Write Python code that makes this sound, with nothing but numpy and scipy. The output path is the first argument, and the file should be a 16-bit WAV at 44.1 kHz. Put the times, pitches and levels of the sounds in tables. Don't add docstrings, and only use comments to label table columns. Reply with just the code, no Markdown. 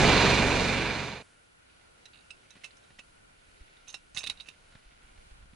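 import sys
import numpy as np
from scipy import signal
from scipy.fft import rfft, irfft
from scipy.io import wavfile
from scipy.ndimage import uniform_filter1d

SR = 44100
rng = np.random.default_rng(int(sys.argv[2]) if len(sys.argv) > 2 else 0)


def boost_factor(decibels):
    exponent = np.asarray(decibels, float) / 20
    return 10 ** exponent


def digitize_waveform(pressure):
    field = np.atleast_2d(pressure).T
    bounded = np.clip(field, -1, 1)
    quanta = np.round(bounded * 32767).astype(np.int16)
    wavfile.write(sys.argv[1], SR, quanta)


N = 244755
T = np.arange(N) / SR
HZ = np.fft.rfftfreq(N, 1 / SR)


def level(x, db):
    return x * boost_factor(db) / np.sqrt(np.mean(x ** 2))


def on_hz(table):
    hz, value = np.transpose(table)
    return np.interp(np.log(HZ + 1), np.log(hz + 1), value)


def shape(x, gain):
    return irfft(rfft(x) * gain, N)


def bell(hz, width):
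    return 1 / (1 + 1j * (HZ ** 2 - hz ** 2) / (width * (HZ + 1)))


def walk(rate):
    hold = int(SR / rate)
    steps = np.repeat(rng.standard_normal(N // hold + 1), hold)
    return 1.31 * uniform_filter1d(uniform_filter1d(steps, hold), hold)[:N]


def flicker(x, shared_db, own_db, rate):
    octave, bins = np.log2(HZ + 1), rfft(x)
    out = 0
    for k in range(4, 15):
        band = irfft(bins * np.clip(1 - abs(octave - k), 0, 1), N)
        out = out + boost_factor(shared_db + own_db * walk(rate)) * band
    return out


def swell(rows):
    return sum(boost_factor(db) * np.exp(-(2 * (T - s) / length) ** 2) for s, length, db in rows)


def ports(a, b, alike, balance, lead=0):
    alike = np.clip(on_hz(alike), -.99, .99)
    mid, side = rfft(a) * np.sqrt(1 + alike), rfft(b) * np.sqrt(1 - alike)
    tilt = boost_factor(on_hz(balance) / 2) * np.exp(.5j * lead)
    return np.array([irfft((mid + side) * tilt, N), irfft((mid - side) / tilt, N)])


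def pan(db):
    return boost_factor(np.array([[db], [-db]]) / 2)


def add(out, x, s, pan_db):
    i = int(s * SR)
    out[:, i:i + x.shape[-1]] += (x * pan(pan_db))[:, :N - i]


def camera(x):
    return irfft(rfft(x) * boost_factor(-55 * np.clip((HZ - 10960) / 140, 0, 1)), N)


def thin(x, share):
    pair = np.pad([x[0] + x[1], x[0] - x[1]], ((0, 0), (366, 0)))
    hz, _, z = signal.stft(pair, SR, "cosine", nperseg=2048)
    power = abs(z) ** 2
    local = uniform_filter1d(power, size=16, axis=1)
    keep = power > share * np.clip(hz / 5500, .1, 1)[:, None] * local
    mid, side = signal.istft(z * keep, SR, "cosine", nperseg=2048)[1][:, 366:366 + N]
    return np.array([mid + side, mid - side]) / 2


def sinking(heard, region, db):
    dulling_db_s = -1
    return heard + (boost_factor(db + dulling_db_s * T) - 1) * np.array([shape(c, region) for c in heard])


# (multiple of firing rate, level [dB])
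EXHAUST_TONES = [(1, -12), (2, 1), (3, -3), (4, 1.3), (5, 2.5), (6, 3), (7, -7.5), (8, -5), (9, -1),
                 (10, -6.5), (11, -1.5), (12, -11.5), (13, -6), (14, -4.5), (15, -14.5), (16, -18.5),
                 (17, -5.5), (18, -4), (19, -8), (20, -8.5)]
# (frequency [Hz], density [dB per Hz])
ROAR_COLOUR = [(12, -36), (20, -3.5), (33, 0), (124, -0.5), (340, -6.5), (480, -5), (533, -6), (955, -9),
               (1240, -13.5), (1540, -15), (1950, -13), (2410, -10.5), (3140, -18), (4210, -17),
               (11200, -33.5), (14600, -81), (22000, -120)]
# (frequency [Hz], width [Hz], lift [dB])
HULL_MODES = [(952, 70, 2), (1540, 380, 5), (2354, 134, 2.5), (2475, 210, 3), (2800, 42, 6.5),
              (2890, 18, 4.5), (3610, 390, 4), (4130, 210, 4), (6440, 880, 4.5)]
# (frequency [Hz], left lead [rad])
ROAR_PORT_LEAD = [(0, 0), (520, .7), (2670, -.4), (3100, 0), (4130, -.1), (5600, -1.1), (7060, -1.1),
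                  (8610, -2.6), (11400, -4.5)]
# (frequency [Hz], left minus right [dB])
ROAR_PORT_BALANCE = [(60, -3), (110, -4), (190, -3.0), (340, -2.5), (610, -1), (1100, -3.5), (1960, -4),
                     (3510, -7), (6280, -6.0), (11200, -3)]
# (frequency [Hz], common share [0-1])
ROAR_PORT_ALIKE = [(30, .9), (300, .92), (2000, .93), (4000, .84), (8000, .6)]
# (frequency [Hz], level [dB rms])
GEAR_WHINE = [(780.6, -59), (963.6, -37), (1147, -41.5), (1459, -49), (2320, -38), (2740, -56),
              (2891, -56.5)]
CYCLE_HZ, ENGINE_DB = 23.07, -20
FADE_FROM_S, FADE_TO_S, CUT_S = 0.083, 1.267, 1.2255


def vehicle():
    fade = np.clip((FADE_TO_S - T) / (FADE_TO_S - FADE_FROM_S), 0, 1) * (T < CUT_S)
    phase = np.cumsum(CYCLE_HZ * (1 + 0.0027 * walk(3.2))) / SR
    tones = 0
    for k, db in EXHAUST_TONES:
        unsteady_db = walk(7.4) * min(k / 4, 3)
        tones = tones + boost_factor(db + unsteady_db) * np.sin(2 * np.pi * (k * phase + rng.random()))
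    gate = 1 + 0.11 * np.cos(2 * np.pi * phase)
    gate = gate + 0.11 * np.cos(10 * np.pi * phase) + 0.093 * np.cos(12 * np.pi * phase)
    lift_db = sum(db * abs(bell(hz, width)) ** 2 for hz, width, db in HULL_MODES)
    hull = boost_factor(on_hz(ROAR_COLOUR) + lift_db - 9 * np.clip((170 - HZ) / 50, 0, 1))
    parts = []
    for _ in range(2):
        slaps = (rng.random(N) < 1500 / SR) * rng.standard_normal(N) * boost_factor(1.5 * rng.exponential(size=N))
        roar = gate * (rng.standard_normal(N) + level(slaps, -14.5))
        parts.append(level(flicker(shape(roar, hull), .5 * walk(5.1), 1.0, 9.5), 0))
    whine = 0
    for hz, db in GEAR_WHINE:
        turns = np.cumsum(hz * (1 + 0.0028 * walk(14.8))) / SR
        whine = whine + boost_factor(db + 2 * walk(10)) * np.sin(2 * np.pi * turns)
    parts[0] = parts[0] + level(tones, -5.0) + level(whine, -14.5)
    lead = np.interp(HZ, *np.transpose(ROAR_PORT_LEAD))
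    heard = ports(*parts, ROAR_PORT_ALIKE, ROAR_PORT_BALANCE, lead)
    heard = sinking(heard, HZ > 5000, -1.63)
    heard = sinking(heard, HZ < 600, -0.4)
    heard = camera(thin(heard, share=0.65))
    return heard / np.std(heard.mean(axis=0)[T < CUT_S]) * boost_factor(ENGINE_DB) * fade


# (time [s], peak level [dB], strongest ring [Hz], treble [dB])
SINGLE_CLINKS = [(1.698, -56.5, 2900, -23), (1.8106, -54.5, 2030, -18), (2.055, -42, 4000, -2),
                 (2.0594, -50, 1930, -30), (2.3044, -34, 2640, -9), (2.306, -43, 5220, -19),
                 (2.307, -48, 8500, -10), (2.5053, -42.5, 3880, 1), (2.7067, -50.5, 2050, -27),
                 (2.7688, -53, 6060, -5), (2.8358, -58, 3900, -6), (3.7688, -55, 3710, -18),
                 (3.8915, -40.5, 3700, -18), (3.9007, -39.5, 6300, -8), (3.9262, -45, 6280, -3),
                 (3.9426, -30, 3800, -7), (4.147, -36, 6200, -9), (4.179, -27.5, 3740, -4),
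                 (4.1894, -32, 6200, 5), (4.2066, -37, 2530, -5), (4.2975, -19, 3850, -14.5),
                 (4.3064, -37, 2210, -18), (4.3715, -47.5, 3910, -18), (4.3982, -35, 3790, -25),
                 (4.4066, -34.5, 3860, -21), (4.4594, -52, 2600, -16), (4.4715, -48, 2720, -6),
                 (4.4856, -35.5, 2600, -6.5), (4.5124, -51, 2700, -25)]
# (strike time [s], peak level [dB], strongest ring [Hz], treble [dB], graze ring [Hz])
SWINGING_HITS = [
    (2.6427, -33, 2890, -5.5, 2100),
    (2.9923, -39, 2620, -0.5, 1930),
    (3.8811, -40, 6200, -3, 3940),
    (4.1723, -21.5, 3550, -14, 2173),
    (4.2388, -27, 3900, -13, 3760),
    (4.2695, -23.5, 3500, -12.5, 3620),
]
GRAZE_LEAD_S, GRAZE_DB = .0062, -8.5
CHATTER_S, CHATTER_GAP_S, CHATTER_SLOWS = 2.1335, 0.0091, 1.3
CHATTER_DB, CHATTER_SAG_DB = -43, -2.4
CHATTER_HZ, CHATTER_TREBLE_DB = 2720, -48


def contacts():
    rows = SINGLE_CLINKS + [row[:4] for row in SWINGING_HITS]
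    for s, db, _, treble_db, graze_hz in SWINGING_HITS:
        rows = rows + [(s - GRAZE_LEAD_S, db + GRAZE_DB, graze_hz, treble_db)]
    for k in range(6):
        s = CHATTER_S + CHATTER_GAP_S * k ** CHATTER_SLOWS
        rows = rows + [(s, CHATTER_DB + CHATTER_SAG_DB * k, CHATTER_HZ, CHATTER_TREBLE_DB)]
    return rows


# (frequency [Hz], level [dB], t60 [s])
FITTING_MODES = [(1900, -10, .03), (2130, -8, .04), (2450, -9, .04), (2650, 0, .09), (2800, -3, .07),
                 (3010, -6, .05), (3620, -4, .05), (3810, 1, .08), (4100, -8, .04), (4590, -11, .025),
                 (5000, -11, .025), (5400, -7, .06), (5750, -11, .03), (6270, -5, .06), (6900, -12, .03),
                 (7300, -10, .04), (7850, -12, .03), (8450, -12, .04), (9400, -13, .03), (10100, -14, .03)]
# (frequency [Hz], density [dB per Hz])
CRACK_COLOUR = [(290, -76), (500, -35), (1370, -16), (1690, -24), (2720, 1.5), (3260, -12), (3710, 2.5),
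                (4930, -10), (5400, -11), (8380, -20), (11000, -15.5), (14300, -53), (22000, -120)]
CLINK_PAN_DB = -9.5
RING_T60_S, RING_SHARE, RING_PER_DB, RING_PER_TREBLE_DB, RING_LONGER = .064, .5, -.003, 0.01, .9


def clinks():
    out, t = np.zeros((2, N)), T[:SR // 8]
    n = len(t)
    hz, mode_db, t60 = np.transpose(FITTING_MODES)[:, :, None]
    fine = np.fft.rfftfreq(n, 1 / SR)
    crack_hz, crack_level = np.transpose(CRACK_COLOUR)
    crack_db = np.interp(np.log(fine + 1), np.log(crack_hz), crack_level)
    for s, db, ring_hz, treble_db in contacts():
        ring = RING_SHARE + RING_PER_DB * (db + 40) + RING_PER_TREBLE_DB * (treble_db + 12)
        ring = np.clip(ring, .1, 1)
        ring_t60 = RING_T60_S * (1 + RING_LONGER * (ring - RING_SHARE))
        chance = rng.standard_normal((2, len(hz), 1))
        bounces = (rng.random(n) < 4000 / SR) * rng.standard_normal(n)
        bounces = bounces * np.minimum(t / 0.002, 1) * np.exp(-t / 0.0038)
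        bounces[20] = 0.45
        near_db = -11 * np.abs(np.log2(hz / ring_hz)) + (treble_db + 12.5) * (hz > 5000)
        gain = boost_factor(mode_db + near_db + 2.5 * chance[0])
        fade = boost_factor(-60 * t / np.clip(t60 * ring_t60 / 0.08, .01, .09))
        modes = np.sum(gain * np.sin(2 * np.pi * hz * (1 + 0.0169 * chance[1]) * t) * fade, axis=0)
        modes = modes + boost_factor(4) * np.sin(2 * np.pi * ring_hz * t) * boost_factor(-60 * t / ring_t60)
        ringing = modes * np.minimum(t / 0.00048, 1) + 0.4 * signal.fftconvolve(bounces, modes)[:n]
        burst = rng.standard_normal(n) + .5 * rng.standard_normal((2, n))
        burst = burst * uniform_filter1d(abs(bounces), size=24)
        crack_gain = boost_factor(crack_db + (treble_db + 13.0) * (fine > 5000))
        crack = irfft(rfft(np.roll(burst, 24, axis=1)) * crack_gain, n)
        hit = ring * ringing / abs(ringing).max() + (1 - ring) * crack / abs(crack).max()
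        add(out, hit * boost_factor(db) / abs(hit).max(), s, CLINK_PAN_DB)
    return out


# (time [s], hold [s], level [dB], treble [dB])
METAL_SCRAPES = [
    (2.14, 0.052, -68.5, -16),
    (2.19, 0.059, -74, -14),
    (2.648, .006, -57, 8),
    (3.88, 0.017, -57, -4),
    (3.943, 0.0044, -55, 8),
    (4.163, 0.024, -51, 11),
    (4.203, 0.11, -56.5, 3),
    (4.4, 0.0066, -60.5, 8),
    (4.466, .035, -62, 5.5),
]
SCRAPE_RISE_DB_S, SCRAPE_FALL_DB_S = 1100, 450


def scrapes():
    ticks = (rng.random(N) < 2500 / SR) * rng.standard_normal(N) * boost_factor(2 * rng.exponential(size=N))
    low_gain = bell(2780, 240) * bell(2600, 550) + bell(2640, 250) * bell(2400, 600) + 0.39 * bell(1140, 970)
    high_gain = bell(4500, 290) * bell(4000, 790) + 0.71 * bell(5500, 3400) ** 2
    low, high = level(shape(ticks, low_gain), 0), level(shape(ticks, high_gain), 0)
    out = 0
    for s, hold, db, treble_db in METAL_SCRAPES:
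        away_db = SCRAPE_RISE_DB_S * np.clip(s - T, 0, 1) + SCRAPE_FALL_DB_S * np.clip(T - s - hold, 0, 1)
        out = out + boost_factor(db - away_db) * (low + boost_factor(treble_db - 12) * high)
    return out * pan(CLINK_PAN_DB)


# (time [s], peak level [dB], thud [Hz], tick [dB])
GLOVE_KNOCKS = [(2.554, -52, 155, 4), (2.566, -52.5, 232, 5), (2.904, -54, 151, 2.5), (2.989, -53, 163, 10),
                (4.147, -47, 105, 0), (4.172, -43.5, 133, 7), (4.238, -52, 68, 18), (4.288, -48, 200, -1.5),
                (4.722, -62, 34.5, 11.5), (4.751, -45.5, 123, 2), (4.92, -60.5, 181, 8),
                (5.034, -51, 32.3, -2.5), (5.077, -59, 32.3, 2.5)]
# (time [s], peak level [dB], thud [Hz])
SOFT_PUFFS = [(2.918, -59, 59), (3.604, -43, 40), (4.852, -51.5, 31.7), (5.105, -53, 40),
              (5.154, -52.5, 45.5), (5.176, -45, 30.6), (5.263, -55, 48), (5.31, -42.5, 36),
              (5.34, -49, 34.8), (5.4, -50, 56), (5.421, -46.5, 51), (5.455, -51, 121), (5.503, -54, 46.3),
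              (5.532, -46.5, 140)]
PUFF_TICK_DB, KNOCK_PAN_DB, PUFF_PAN_DB = -9.5, -2, -3.5


def knocks():
    out, t = np.zeros((2, N)), T[:SR // 8]
    dull = signal.butter(2, [500, 3300], "band", fs=SR, output="sos")
    rows = [(*row, KNOCK_PAN_DB) for row in GLOVE_KNOCKS]
    rows = rows + [(*row, PUFF_TICK_DB, PUFF_PAN_DB) for row in SOFT_PUFFS]
    for s, db, thud_hz, tick_db, pan_db in rows:
        age = (np.pi * (thud_hz * t - .45)) ** 2
        thud = (2 * age - 1) * np.exp(-age) * np.minimum(4 * thud_hz * t, 1)
        tick = rng.standard_normal(len(t)) * np.exp(-t / 0.007) * np.minimum(t / 0.001, 1)
        tick = signal.sosfilt(dull, tick)
        add(out, boost_factor(db) * (thud + boost_factor(tick_db - 1.5) * tick / abs(tick).max()), s, pan_db)
    return out


# (middle time [s], length [s], level [dB])
WIND_GUSTS = [
    (3.5, 0.64, -76),
    (4.3, .2, -65),
    (4.85, 0.71, -68.5),
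    (5.2, .2, -66),
    (5.43, 0.16, -57.5),
]
BREEZE_DB, BREEZE_SWING_DB = -73.5, 2


def wind():
    gain = bell(25, 36) * bell(27, 70)
    mid, side = (level(shape(rng.standard_normal(N), gain), 0) for _ in range(2))
    strength = boost_factor(BREEZE_DB + BREEZE_SWING_DB * walk(3.1)) + swell(WIND_GUSTS)
    return strength * (mid + .2 * side * np.array([[1], [-1]]))


# (frequency [Hz], density [dB per Hz])
HISS_COLOUR = [(35, -23.5), (60, -4), (110, -8), (170, -8), (300, -9), (600, -8), (1000, -10.5),
               (1800, -11.5), (3200, -16.5), (4300, -17), (5200, -21.5), (8000, -23.5), (10000, -21),
               (11200, -23)]
# (frequency [Hz], left-right correlation [-1 to 1])
HISS_PORT_ALIKE = [(60, 0.83), (130, 0.93), (270, -0.23), (570, -0.68), (1190, -0.54), (2520, -0.093),
                   (5320, 0.051), (11200, 0.23)]
# (frequency [Hz], left minus right [dB])
HISS_PORT_BALANCE = [(60, 0), (110, -1.0), (190, -2), (340, 1), (610, -1), (1100, 2), (1960, 0),
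                     (3510, -2.5), (6280, -2), (11200, -4)]
# (frequency [Hz], level [dB rms])
SENSOR_WHISTLES = [(5981, -93.5), (7612, -95), (9889, -91.5), (9921, -90), (10142, -95.5), (10503, -91.5)]
# (middle time [s], length [s], level [dB])
ARM_MOVES = [
    (2.6, .5, -60),
    (3.65, 0.54, -65),
    (4.4, 0.33, -61),
    (5.0, 1, -63.5),
]
HISS_DB = -63


def night():
    resonance = abs(1 + 1.32 * bell(1440, 280) ** 2 + 0.54 * bell(2900, 180) + 0.39 * bell(2380, 250))
    colour = boost_factor(on_hz(HISS_COLOUR)) * resonance
    a, b = (level(flicker(shape(rng.standard_normal(N), colour), 1.0 * walk(5.2), 1.4, 9), 0) for _ in range(2))
    hiss = ports(a, b, HISS_PORT_ALIKE, HISS_PORT_BALANCE)
    hiss = hiss / np.std(hiss.mean(axis=0)) * boost_factor(HISS_DB)
    grains = (rng.random(N) < 600 / SR) * rng.standard_normal(N) * boost_factor(2.0 * rng.exponential(size=N))
    rustle = level(shape(grains, bell(2160, 1800) ** 2 + 0.58 * bell(570, 500)), 0)
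    rustle = rustle * swell(ARM_MOVES) * boost_factor(-7.0)
    whistles = sum(1.6 * boost_factor(db + 3.3 * walk(13)) * np.sin(2 * np.pi * hz * T) for hz, db in SENSOR_WHISTLES)
    return hiss + (rustle + whistles) * pan(-3)


def scene():
    engine = vehicle()
    near = clinks() + scrapes() + knocks()
    tail = rng.standard_normal((2, SR // 5)) * boost_factor(-60 * T[:SR // 5] / 0.096) * boost_factor(-33.5)
    near = near + signal.fftconvolve(near, tail, axes=1)[:, :N]
    return engine + camera(near + wind() + thin(night(), share=0.59))


def top_cut(x):
    return signal.sosfilt(signal.butter(12, 11840, fs=SR, output="sos"), x)


def record(dry):
    return top_cut(dry)


dry = scene()
out = record(dry)
digitize_waveform(out)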